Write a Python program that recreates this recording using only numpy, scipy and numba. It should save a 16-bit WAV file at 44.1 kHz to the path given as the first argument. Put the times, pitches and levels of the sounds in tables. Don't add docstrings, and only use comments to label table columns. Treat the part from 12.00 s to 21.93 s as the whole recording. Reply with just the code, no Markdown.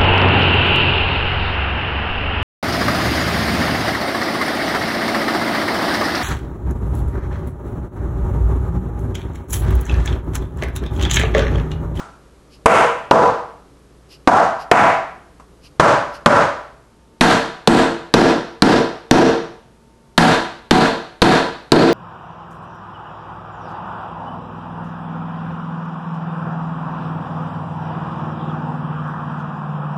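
import sys
import numpy as np
from scipy import signal
from scipy.fft import rfft, irfft, next_fast_len
from scipy.io import wavfile
from scipy.ndimage import map_coordinates
from numba import njit

SR = 44100
rng = np.random.default_rng(int(sys.argv[2]) if len(sys.argv) > 2 else 0)


def output_pcm(signal):
    pcm = np.clip(np.atleast_2d(signal).T, -1, 1) * 32767
    wavfile.write(sys.argv[1], SR, np.round(pcm).astype(np.int16))


N = 437913

# start in seconds, level in dB, resonance of the place in Hz.
LIGHT_TOUCHES = [(-.09, -19, 1400), (3.398, -52, 1140)]
# centre in seconds, level in dB, standard deviation of the swell in seconds.
SHOT_SLIDES = [(.54, -50.5, 0.021), (2.131, -44, 0.021), (2.616, -42, 0.017), (3.657, -46, 0.018),
               (4.155, -42, 0.016)]
# frequency in Hz, relative level in dB per Hz.
RAIL_COLOUR = [(30, -26.5), (80, -12), (150, -3.5), (240, -4), (400, -5.5), (600, -5), (900, -1),
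               (1450, -7), (2000, -13.5), (3000, -19), (4000, -22), (6500, -20), (9000, -23.5),
               (12000, -34)]
CORNER_COLOUR = [(30, -12), (85, -11.5), (150, 0), (195, 4), (260, 6), (400, -1), (620, -3.5), (1100, -8.5),
                 (1750, -11), (2200, -18.5), (4200, -21), (5300, -27.5), (8000, -30), (12000, -37.5)]
# frequency in Hz, full width at half height in Hz, height above the colour in dB.
RAIL_MODES = [(160, 30, 2), (470, 40, 4), (581, 16, 6), (615, 18, 4), (662, 22, 9), (765, 25, 4),
              (830, 25, 3), (990, 28, 8), (1115, 25, 4), (1225, 25, 3), (1350, 30, 6), (1560, 40, 3)]
CORNER_MODES = [(117, 12, 4), (164, 16, 7), (228, 14, 5), (339, 15, 10), (457, 15, 10.5), (665, 30, 5),
                (748, 16, 9), (915, 25, 4), (988, 14, 10), (1368, 36, 5), (1560, 40, 5), (1655, 35, 4),
                (2536, 22, 6), (3625, 32, 6), (4220, 50, 3), (5715, 60, 3)]
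# frequency in Hz, time to fall 60 dB in seconds.
ROOM_DECAY = [(60, 0.55), (170, 0.38), (350, 0.48), (700, 0.54), (1500, 0.56), (4000, 0.58), (8000, 0.48),
              (12000, 0.41)]
# frequency in Hz, relative level in dB per Hz.
AIR_COLOUR = [(25, -9.5), (45, -0.5), (90, -5.5), (140, -1), (250, -7.5), (400, -4.5), (800, -17),
              (1200, -16.5), (2000, -25), (5000, -28.5), (11500, -32)]
# resonance in Hz, weight (low end) in dB, hardness (high end) in dB.
RAIL_PLACES = [(484, -1, -9), (715, 2.5, -4), (566, 5.5, 1)]
# start in seconds, force in dB, pitch of the contact in Hz, snap in dB.
RAIL_BLOWS = [(.6583, 3.5, 2440, 8.5), (1.1108, 1.5, 1000, -8), (2.2742, 1.5, 1400, -5.5),
              (2.7142, 4, 2050, -2.5), (3.7975, -1, 1400, -8), (4.26, 1, 1450, -7)]
# start in seconds, force in dB, how far the joint is seated from 0 to 1, pitch of the clack in Hz.
CORNER_BLOWS = [(5.2097, -1.5, 0.04, 6300), (5.6742, 1, 0.54, 7950), (6.1396, 2.5, 0.76, 5440),
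                (6.6215, 2, 0.77, 5200), (7.111, 4.5, 0.95, 5700), (8.1783, 0.5, 0, 4150),
                (8.7098, 0, 0.36, 4320), (9.2189, 1, 0.36, 4340), (9.7198, 4, 0.94, 4500)]
# frequency in Hz, middle level in dB rms.
HUM_FAR = [(59.2, -53), (134.6, -65), (188.4, -66), (285.3, -63.5), (1130, -75)]
HUM_NEAR = [(59.2, -58.5), (231.5, -60.5), (904.4, -64)]
MOVE_CLOSER = (4.4, 5.1)

AIR_FAR_DB, AIR_NEAR_DB = -49.5, -51.5
PLACE_DB, PLACE_WIDTH = 9.5, .2
SOFT_CONTACT_HZ, CONTACT_DB_PER_OCTAVE, CONTACT_WIDTH = 840, 10.5, 0.95
# (dB when loose, dB when seated)
THUD_DB, CLACK_DB, HARDNESS_DB, SNAP_DB = (-6, 5.5), (1.5, 7.5), (1, -.5), (-.5, -3)
THUD_HZ, THUD_WIDTH, CLACK_WIDTH = (370, 410), 1, 0.25
TOP_HZ = 11950


def amp(db):
    return 10 ** (np.asarray(db) / 20)


def unit(x):
    return x / np.sqrt(np.mean(x ** 2) + 1e-20)


def along(points, hz):
    f, v = np.transpose(points)
    return np.interp(np.log(hz + 1), np.log(f + 1), v)


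def bump(hz, centre, width):
    return 1 / (1 + (2 * (hz - centre) / width) ** 2)


def shelf(hz, corner):
    return hz ** 5 / (hz ** 5 + corner ** 5)


def filtered(x, response):
    m = next_fast_len(N + 8192)
    return irfft(rfft(x, m) * response(np.fft.rfftfreq(m, 1 / SR)), m)[:N]


def noise(spectrum):
    return unit(filtered(rng.standard_normal(N), lambda hz: amp(along(spectrum, hz))))


def add(track, s, sound):
    start = round(s * SR)
    part = sound[max(-start, 0):N - start]
    track[max(start, 0):][:len(part)] += part


def ring(level_db):
    cepstrum = irfft(level_db * np.log(10) / 20)
    cepstrum[1:SR // 2] *= 2
    cepstrum[SR // 2:] = 0
    response = irfft(np.exp(rfft(cepstrum)))[:SR // 2]
    return response / np.linalg.norm(response)


def room_tail():
    hz, t, z = signal.stft(rng.standard_normal(SR), SR, nperseg=512)
    decay = amp(-60 * t / along(ROOM_DECAY, hz)[:, None])
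    return signal.istft(z * decay, SR, nperseg=512)[1][:SR]


def timber(colour, modes):
    hz = np.fft.rfftfreq(SR, 1 / SR)
    return along(colour, hz) + sum(db * bump(hz, centre, width) for centre, width, db in modes)


def touches(wood_db):
    track, t, hz = np.zeros(N), np.arange(SR) / SR, np.fft.rfftfreq(SR, 1 / SR)
    for s, db, place_hz in LIGHT_TOUCHES:
        direct = amp(14.0 - 60 * t / 0.12) * rng.standard_normal(SR)
        echo = amp(-4) * room_tail()
        place = PLACE_DB * bump(hz, place_hz, PLACE_WIDTH * place_hz)
        add(track, s, amp(db) * signal.fftconvolve(direct + echo, ring(wood_db + place)))
    return track


def hum(lines, waver_db, rate):
    t = np.arange(N) / SR

    def waver():
        return map_coordinates(rng.standard_normal(400), [t * rate], mode="wrap")

    return sum(amp(db + waver_db * waver()) * np.sqrt(2) * np.sin(2 * np.pi * hz * t) for hz, db in lines)


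def background():
    near = np.interp(np.arange(N) / SR, MOVE_CLOSER, (0, 1))
    air = amp(AIR_FAR_DB + near * (AIR_NEAR_DB - AIR_FAR_DB)) * noise(AIR_COLOUR)
    far_hum = (1 - near) * hum(HUM_FAR, waver_db=-0.5, rate=7)
    near_hum = near * hum(HUM_NEAR, waver_db=1.5, rate=8.9)
    return air + far_hum + near_hum


def loose_shot():
    t = np.arange(N) / SR
    flow = sum(amp(db) * np.exp(-.5 * ((t - s) / length) ** 2) for s, db, length in SHOT_SLIDES)
    hiss = flow * noise([(800, -17.0), (2000, -14.0), (2800, -0.5), (3600, -10.5),
                         (4900, 1.0), (6200, -10.5), (8000, -17.5), (12000, -13.5)])
    return hiss + amp(-47.5) * signal.fftconvolve(hiss, room_tail())[:N]


def knock(colour_db, usual_echo, direct_db, direct_t60, build_time, crack_db, crack_t60, push_db, push_time, alike):
    t, hz = np.arange(SR) / SR, np.fft.rfftfreq(SR, 1 / SR)
    surface = ring(along([(300, -14.5), (1500, 11), (2500, 2), (4000, 14), (8000, -11), (12000, -12.5)], hz))
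    burst = amp(crack_db - 60 * t / crack_t60) * rng.standard_normal(SR)
    crack = signal.fftconvolve(burst, surface)[:SR]
    build = 1 - np.exp(-t / build_time)
    direct = amp(direct_db - 60 * t / direct_t60) * build * rng.standard_normal(SR)
    mixed_echo = np.sqrt(alike) * usual_echo + np.sqrt(1 - alike) * room_tail()
    echo = mixed_echo * (1 - np.exp(-t / .012))
    wood = signal.fftconvolve(direct + echo, ring(colour_db))[:SR]
    u = t / push_time
    push = amp(push_db) * u * (2 - u) * np.exp(-u)
    return crack + wood + push


def rail_blows(wood_db, level_db, weight_hz, hard_hz, snap_hz):
    track, hz, echo = np.zeros(N), np.fft.rfftfreq(SR, 1 / SR), room_tail()
    for i, (s, force_db, contact_hz, snap_db) in enumerate(RAIL_BLOWS):
        place_hz, weight_db, hard_db = RAIL_PLACES[i // 2]
        place = PLACE_DB * bump(hz, place_hz, PLACE_WIDTH * place_hz)
        place += weight_db * (1 - shelf(hz, weight_hz)) + hard_db * shelf(hz, hard_hz)
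        peak_db = CONTACT_DB_PER_OCTAVE * np.log2(contact_hz / SOFT_CONTACT_HZ)
        contact = peak_db * bump(hz, contact_hz, CONTACT_WIDTH * contact_hz) + snap_db * shelf(hz, snap_hz)
        sound = knock(wood_db + place + contact, echo, direct_db=14.5, direct_t60=0.082, build_time=0.0048,
                      crack_db=-16.0, crack_t60=0.012, push_db=-3.5, push_time=0.0022, alike=0.33)
        add(track, s, amp(level_db + force_db) * sound)
    return track


def corner_blows(wood_db, level_db, hard_hz, snap_hz):
    track, hz, echo = np.zeros(N), np.fft.rfftfreq(SR, 1 / SR), room_tail()
    for s, force_db, seated, clack_hz in CORNER_BLOWS:
        thud_hz, thud_db, clack_db, hard_db, snap_db = (
            loose + seated * (tight - loose)
            for loose, tight in (THUD_HZ, THUD_DB, CLACK_DB, HARDNESS_DB, SNAP_DB))
        thud = thud_db * bump(hz, thud_hz, THUD_WIDTH * thud_hz)
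        clack = clack_db * bump(hz, clack_hz, CLACK_WIDTH * clack_hz)
        contact = hard_db * shelf(hz, hard_hz) + snap_db * shelf(hz, snap_hz)
        sound = knock(wood_db + thud + clack + contact, echo, direct_db=17.5, direct_t60=0.053, build_time=0.014,
                      crack_db=-6, crack_t60=0.013, push_db=-7.5, push_time=0.0086, alike=0.63)
        add(track, s, amp(level_db + force_db) * sound)
    return track


@njit
def follow(excess, attack, slew, release):
    cut, now = np.zeros(len(excess)), 0.
    for i in range(len(excess)):
        if excess[i] > now:
            now += min(attack * (excess[i] - now), slew)
        else:
            now = max(now - release, 0.)
        cut[i] = now
    return cut


def limiter(x, threshold_db, attack_time, closing_rate, release_rate):
    excess = 20 * np.log10(np.abs(x) + 1e-9) - threshold_db
    return x * amp(-follow(excess, 1 / (attack_time * SR), closing_rate / SR, release_rate / SR))


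def saturate(x, top_db):
    return x / (1 + np.abs(x / amp(top_db)) ** 6) ** (1 / 6)


def scene():
    rail = timber(RAIL_COLOUR, RAIL_MODES)
    corner = timber(CORNER_COLOUR, CORNER_MODES)
    pairs = rail_blows(rail, level_db=6, weight_hz=383, hard_hz=1600, snap_hz=6500)
    run = corner_blows(corner, level_db=7, hard_hz=1290, snap_hz=5960)
    return (touches(rail) + background() + loose_shot() + pairs + run)[None]


def record(dry):
    held = limiter(dry[0], threshold_db=-6.0, attack_time=0.00037, closing_rate=4800, release_rate=460)
    clipped = saturate(held, top_db=-.2)
    soft = signal.lfilter([.8, .2], 1, clipped)
    return filtered(soft, lambda hz: 1 / np.sqrt(1 + (hz / TOP_HZ) ** 160))[None]


dry = scene()
out = record(dry)
output_pcm(out)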